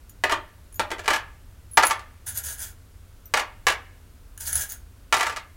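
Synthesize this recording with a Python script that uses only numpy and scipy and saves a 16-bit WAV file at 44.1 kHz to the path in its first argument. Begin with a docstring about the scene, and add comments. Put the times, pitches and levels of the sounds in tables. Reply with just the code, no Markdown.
"""In a small quiet room, over filtered noise, small metal charms are picked from a glass dish and dropped.
Early on, charms touch between the fingers: each touch is a noisy tick plus thin, fading sine tones.
Then charms fall on a hard table, bounce and settle: taps, with waves that ring the table's resonances.
Around 2.3 s and again around 4.4 s fingers rummage in the dish: many tiny pings make the heap jingle.
Ticks, rings and landings go on between and after; the last landings come a little after 5 s."""
import sys
import numpy as np
from scipy import signal
from scipy.fft import rfft, irfft, next_fast_len
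from scipy.io import wavfile
from scipy.ndimage import uniform_filter1d, map_coordinates

SR = 44100
rng = np.random.default_rng(int(sys.argv[2]) if len(sys.argv) > 2 else 0)


def wrap_up_sound(samples):
    """Save the sound to the file named by the first command line argument, as 16-bit audio."""
    columns = np.atleast_2d(samples).T
    # keep every value between -1 and 1, then stretch to whole-number steps
    tamed = np.clip(columns, -1, 1)
    steps = np.round(tamed * 32767).astype(np.int16)
    wavfile.write(sys.argv[1], SR, steps)


N = 245195  # length of the scene, samples
TOP_HZ = 16000  # nothing is heard from here up
T = np.arange(SR // 2) / SR  # clock for one contact, s

# room tone, relative to its overall level: [f/Hz, level per Hz/dB]
ROOM_TONE = [(12, -44), (20, -3), (98, -3), (122, -20), (157, -18.5), (180, -22.5), (274, -22), (333, -26),
             (565, -29.5), (746, -33), (1500, -32), (1720, -36), (5530, -41), (11100, -41), (15500, -44)]
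# how long the near walls answer: [f/Hz, time to fade by 60 dB/s]
NEAR_WALLS = [(200, 0.22), (1200, 0.26), (4000, 0.15), (9000, 0.098), (15000, 0.12)]
# how long the far corners answer: [f/Hz, time to fade by 60 dB/s]
FAR_CORNERS = [(200, 0.85), (1200, 0.51), (2500, 0.65), (9000, .28), (15000, .18)]
# a charm meets another or the glass: [t/s, relative tick level/dB, ring level/dB, what rings]
TOUCHES = [(0.095, -27.5, -47, "c"), (0.725, -34, -46, "a"), (0.743, -28, -42, "b"),
           (0.7577, -32.5, -39, "c"), (1.713, -44.5, -39, "a"), (1.734, -34.5, -34.5, "a"),
           (1.851, -26.5, -20, "a"), (1.8686, 0, -29, "b"), (2.2702, -16.5, -43, "glass"),
           (2.2852, -21, -28, "glass"), (2.374, -8, -23, "d"), (2.4667, -13.5, -46, "e"),
           (2.525, -30.5, -38.5, "a"), (2.6033, -17.5, -58, "glass"), (3.256, -36, -42, "e"),
           (4.377, -18, -53.5, "glass"), (4.4752, -9, -37, "glass"), (4.5291, -4.5, -22, "glass"),
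           (4.5549, -4, -19, "glass"), (4.7207, -13.5, -32.5, "f"), (5.1821, -16, -50, "glass")]
# high bending modes of six charms (a to f) and of the glass,
# by name: [f/Hz, level relative to the ring/dB, time to fade by 60 dB/s]
BENDING_MODES = {"a": [(10763, 0, .19), (14264, -15, .18)], "b": [(12911, 0, .12)], "c": [(6815, -3, .11),
                 (13050, 0, .09), (14770, -4, .09)], "d": [(11400, 0, .11)], "e": [(5900, -9, .09),
                 (13300, 0, .09), (13800, 0, .11)], "f": [(6550, -10, .2), (15200, 0, .09)],
                 "glass": [(10130, -3, .07), (10230, 0, .12), (10400, -3, .07)]}
# tone of bare metal scraping on metal: [f/Hz, level/dB]
BARE_METAL = [(200, -19.5), (700, -15.5), (2000, -19.5), (4400, -7), (6500, 2), (15500, 0)]
# resonances of the filled glass dish: [f/Hz, width/Hz, level/dB]
DISH_MODES = [(910, 210, -11), (1230, 120, -6), (1655, 250, 1.5), (2290, 190, -5.5), (2940, 250, -3.5),
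              (3380, 380, -5.5), (5150, 380, -7.5), (6220, 680, 1.5), (7020, 680, .5), (8550, 1400, -4.5),
              (10230, 560, 9.5), (11650, 1450, -2.5), (13550, 1700, -3.5), (15180, 750, .5)]
# charms dropped on the table: [t/s, knock level/dB, thud re knock/dB, clack re knock/dB, click re knock/dB,
# first flight/s, next flight over last/ratio, loss per bounce/dB, bounces/count before rounding]
FALLS = [(0.2382, -17.5, -4.5, -7.5, -14.5, 0.084, 1, 2, 1), (0.2966, -23, -16, -8.5, -17.5, 0.02, 1, 6, 1),
         (0.7957, -20.5, -1, -6.5, -12, 0.12, .65, 7.5, 3), (1.0588, -36, -8, -4, -9.5, 0, 1, 0, 0),
         (1.0794, -16.5, -9.5, -8.5, -12.5, 0.026, 1.14, 3, 2),
         (1.1428, -24.5, -15.5, -8.5, -11, 0.019, 1, 3, 1), (1.7725, -17, -10, -10, -6.5, 0, 1, 0, 0),
         (1.7747, -9.5, -11.5, -10.5, -13.5, .0597, 1.26, 5, 2), (1.9943, -42.5, -9, -10, -9, 0, 1, 0, 0),
         (3.3389, -17, -9.5, -7.5, -11, 0.035, .66, 4.5, 2),
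         (3.6686, -15.5, -8, -6.5, -9, .0155, 1.16, 6, 3),
         (5.126, -15, -10.5, -7.5, -11.5, 0.083, .707, 5.5, 2),
         (5.1424, -21, -6.5, -7, -7.5, 0.026, 1, 6, 2), (5.2299, -22, -13, -9.5, -12, 0.067, .41, 8, 1.5),
         (5.3626, -32.5, -13.5, -7.5, -10.5, 0.0064, 1, 0.5, 1)]
# resonances of the table top: [f/Hz, width/Hz, relative level/dB]
TABLE_MODES = [(385, 110, -13), (505, 85, -9), (613, 31, 1.5), (779, 35, -4.5), (847, 29, -4.5),
               (911, 35, 3.5), (958, 34, -1.5), (1178, 27, 3.5), (1224, 31, 1.5), (1345, 41, -1.5),
               (1516, 48, -6.5), (1680, 62, .5), (1813, 33, -.5), (1981, 58, -7), (2132, 66, -5.5),
               (2234, 58, -7.5), (2590, 160, -11.5), (2882, 68, -6.5), (3280, 160, -12)]
# tone of the dry tap on the table: [f/Hz, relative level/dB]
TAP_TONE = [(60, -5), (160, -13), (300, -0.5), (500, 2), (1100, 6), (2300, 5), (4200, 0.5), (7000, -0.5),
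            (10000, -7), (15500, -19)]
# finger strokes through the heap: [start t/s, relative jingle level/dB, hold/s]
FINGER_STROKES = [(2.251, -29, 0.011), (2.33, -30, .02), (2.418, -33.5, 0.088), (2.57, -31.5, 0.051),
                  (4.386, -29.5, 0.0042), (4.433, -27.5, 0.026), (4.504, -27.5, 0.089),
                  (4.672, -32.5, 0.0049)]

# a bouncing charm comes down tilted: its edge lands first, by this share of the flight, and softer
EDGE_LEAD, EDGE_DB = .13, -7.5
EDGE_MAX_S = .0105  # the longest time from edge to face
THUD_DB_PER_BOUNCE, CLICK_DB_PER_BOUNCE = -0.5, 1  # later bounces are thinner
STROKE_ATTACK_S, SETTLE_T60_S = 0.022, 0.19  # the fingers dig in; the heap comes to rest
PRESSED_DB = -6  # the pressed heap damps the treble of the glass
# table rumble: level where the smoothed stirring is 1, its dB per dB of stirring, smoothing time
LEAN_DB, LEAN_GROWS, LEAN_S = -39.5, 1.33, .06


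def amp(db):
    """Turn decibels into a gain."""
    return 10 ** (np.asarray(db) / 20)


def unit(x):
    """Scale to an average (rms) level of 1."""
    return x / np.sqrt(np.mean(x ** 2) + 1e-20)


def norm(x):
    """Scale to a total energy of 1."""
    return x / np.sqrt(np.sum(x ** 2) + 1e-20)


def fade(t, t60):
    """Die away smoothly, by 60 dB in t60 seconds."""
    return np.exp(-np.log(1000) * t / t60)


def along(points, hz):
    """Read a curve of (f/Hz, value) points, with pitch on a log axis."""
    f, value = np.transpose(points)
    return np.interp(np.log(hz + 1), np.log(f), value)


def add(track, s, sound):
    """Mix a sound into the track at s seconds."""
    part = track[round(s * SR):][:len(sound)]
    part += sound[:len(part)]


def coloured(x, *spectra):
    """Filter by the sum of (f/Hz, level/dB) curves, with no sound ahead of its cause (minimum phase)."""
    m = 2 * next_fast_len(len(x) // 2 + 1024)
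    hz = np.fft.rfftfreq(m, 1 / SR)
    level_db = sum(along(s, hz) for s in spectra)
    # folding the cepstrum forward in time gives the filter its phase
    cepstrum = irfft(np.log(amp(level_db)))
    cepstrum[1:m // 2] *= 2
    cepstrum[m // 2 + 1:] = 0
    response = np.exp(rfft(cepstrum))
    return irfft(rfft(x, m) * response)[:len(x)]


def resonant(x, modes):
    """Hear x through a body that rings at its (f/Hz, width/Hz, level/dB) resonances."""
    m = next_fast_len(len(x) + 4096)
    f = np.fft.rfftfreq(m, 1 / SR)
    response = 0
    for k, (centre, width, db) in enumerate(modes):
        peak = 1j * f * width / (centre * centre - f * f + 1j * f * width)
        response = response + (-1) ** k * amp(db) * peak  # neighbours have opposite signs
    return irfft(rfft(x, m) * response, m)[:len(x)]


def contact():
    """One hard tap: a single-sample pulse."""
    return -signal.unit_impulse(len(T))


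def scatter(t60, gap):
    """Dense waves return through a struck body just after the contact: fading noise of energy 1."""
    build_up = 1 - np.exp(-(T / gap) ** 2)
    return norm(rng.standard_normal(len(T)) * fade(T, t60) * build_up)


def in_room(x, near_db, far_db):
    """Add the quick answer of the walls and a faint longer tail: noise whose fade depends on pitch."""
    hz, _, z = signal.stft(rng.standard_normal(len(T)), SR, nperseg=256)
    near = amp(near_db) * fade(T_FRAMES(z), along(NEAR_WALLS, hz)[:, None])
    far = amp(far_db) * fade(T_FRAMES(z), along(FAR_CORNERS, hz)[:, None])
    tail = signal.istft(z * (near + far), SR, nperseg=256)[1][:len(T)]
    tail = tail * (1 - np.exp(-(T / 0.0045) ** 2))
    # near_db sets the energy of the whole tail; far_db against near_db sets its mix
    return x + signal.fftconvolve(x, amp(near_db) * norm(tail))[:len(x)]


def T_FRAMES(z):
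    """Times of the short noise frames, 128 samples apart, in seconds."""
    return np.arange(z.shape[1]) * 128 / SR


def in_dish(x, damped_db=0):
    """Metal contacts are heard directly and through the glass, whose treble may be damped."""
    through_glass = resonant(coloured(x, [(3400, 0), (5800, damped_db)]), DISH_MODES)
    return coloured(x, BARE_METAL) + through_glass


def room_tone():
    """A low rumble under a thin even hiss, made from filtered noise."""
    return amp(-47) * unit(coloured(rng.standard_normal(N), ROOM_TONE))


def clinks():
    """Charm meets charm or glass: a tap and a very short burst of waves make a bright tick."""
    out = np.zeros(N)
    for s, tick_db, _, _ in TOUCHES:
        strike = norm(contact() + amp(6.5) * scatter(t60=.022, gap=.00025))
        add(out, s, amp(tick_db + 5) * in_room(strike, near_db=-5.5, far_db=-48.5))
    return coloured(in_dish(out), [(1500, -1.0), (6000, -1.5), (12000, -1.0), (15500, -5.5)])


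def rings():
    """A touched charm or the glass sings on its high bending modes; the fades waver, as with reflections."""
    out = np.zeros(N)
    for s, _, ring_db, body in TOUCHES:
        for hz, db, t60 in BENDING_MODES[body]:
            # random wobble, 130 new values a second
            flutter = map_coordinates(rng.standard_normal(len(T)), [T * 130], order=1)
            onset = 1 - np.exp(-T / 0.00018)
            tone = np.sin(2 * np.pi * hz * T + .35 * flutter) * fade(T, t60) * onset
            wobble_db = 2.1 * flutter * (1 - np.exp(-T / .015))
            add(out, s, amp(ring_db + db + wobble_db) * tone)
    return out


def landings():
    """List each touch of the table: the fall, then a tilted charm's edge and face at every bounce."""
    for s, knock_db, thud_db, clack_db, click_db, flight, ratio, loss_db, bounces in FALLS:
        yield s, knock_db, thud_db, clack_db, click_db
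        for _ in range(round(bounces)):
            s, knock_db = s + flight, knock_db - loss_db
            thud_db, click_db = thud_db + THUD_DB_PER_BOUNCE, click_db + CLICK_DB_PER_BOUNCE
            edge_s = s - min(EDGE_LEAD * flight, EDGE_MAX_S)
            yield edge_s, knock_db + EDGE_DB, thud_db, clack_db, click_db
            yield s, knock_db, thud_db, clack_db, click_db
            flight *= ratio


def drops():
    """Each landing is a sharp tap, then waves that scatter through the table top and ring its resonances."""
    out = np.zeros(N)
    top = resonant(contact(), TABLE_MODES)
    for s, knock_db, thud_db, clack_db, click_db in landings():
        # thud, clack and click are the low, middle and high parts of the blow
        hardness = [(580, thud_db), (1020, -6.5), (2250, clack_db), (6400, click_db)]
        # the waves lose some treble on the way
        waves = scatter(t60=0.035, gap=0.0015)
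        waves = amp(3.0) * coloured(waves, [(2000, 0.91), (7000, -1.2), (14000, 0)])
        blow = coloured(contact() + waves, hardness)
        tap = amp(30.5) * coloured(blow, TAP_TONE)
        ring = amp(25) * norm(signal.fftconvolve(blow, top)[:len(T)])
        sound = in_room(tap, near_db=-4, far_db=-28) + in_room(ring, near_db=-12, far_db=-19)
        add(out, s, amp(knock_db) * sound)
    return out


def collisions(count):
    """Tiny impacts at random moments, each ringing briefly at a pitch of its own."""
    when, pitch, size, phase = rng.random((count, 4)).T[:, :, None]
    hz = 400 + pitch * (TOP_HZ - 400)
    t = T[:200]
    # the fourth power makes most impacts small and a few large
    pings = size ** 4 * np.sin(2 * np.pi * (hz * t + phase)) * fade(t, t60=.004)
    index = (when * N).astype(int) + np.arange(len(t))
    return np.bincount(index.ravel(), pings.ravel(), N)[:N]


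def stirring():
    """Gain of the stirring: each stroke builds up, holds and dies away as the heap settles."""
    t = np.arange(N) / SR
    strokes = []
    for s, db, hold in FINGER_STROKES:
        rise = np.clip((t - s) / STROKE_ATTACK_S, 0, 1) ** 2
        settle = fade(np.maximum(t - s - STROKE_ATTACK_S - hold, 0), SETTLE_T60_S)
        strokes.append(amp(db) * rise * settle)
    return np.max(strokes, axis=0)  # the strongest stroke wins


def rummage():
    """Stirred charms scrape and collide thousands of times a second; the hand makes the table rumble softly."""
    slips = (rng.random(N) < 1500 / SR) * rng.standard_normal(N)  # about 1500 a second
    jingle = unit(collisions(count=12000)) + amp(5) * unit(slips)
    # the charms catch on each other and give way in small clumps: 180 random levels a second
    clump_steps = np.arange(N) * 180 / SR
    clumps = amp(2.5 * map_coordinates(rng.standard_normal(N // 100), [clump_steps], order=1))
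    effort = stirring()
    dish_sound = unit(in_dish(clumps * jingle, PRESSED_DB))
    heap = in_room(effort * dish_sound, near_db=2, far_db=-33)
    rumble_tone = [(45, -56.0), (72, 8), (86, -7.0), (130, -11.5), (500, -73)]
    rumble = unit(coloured(rng.standard_normal(N), rumble_tone))
    smooth_effort = uniform_filter1d(effort / effort.max(), round(LEAN_S * SR))
    lean = np.abs(smooth_effort) ** LEAN_GROWS
    return amp(-5.0) * heap + amp(LEAN_DB) * lean * rumble


def scene():
    """All the sounds added together, as one microphone near the table hears them."""
    return (room_tone() + clinks() + rings() + drops() + rummage())[None]


def record(dry):
    """Clip anything beyond full scale, then remove everything from the band limit up."""
    m = next_fast_len(N + SR // 2)
    passed = np.fft.rfftfreq(m, 1 / SR) < TOP_HZ
    return irfft(rfft(np.clip(dry, -1, 1), m) * passed, m)[:, :N]


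dry = scene()
out = record(dry)
wrap_up_sound(out)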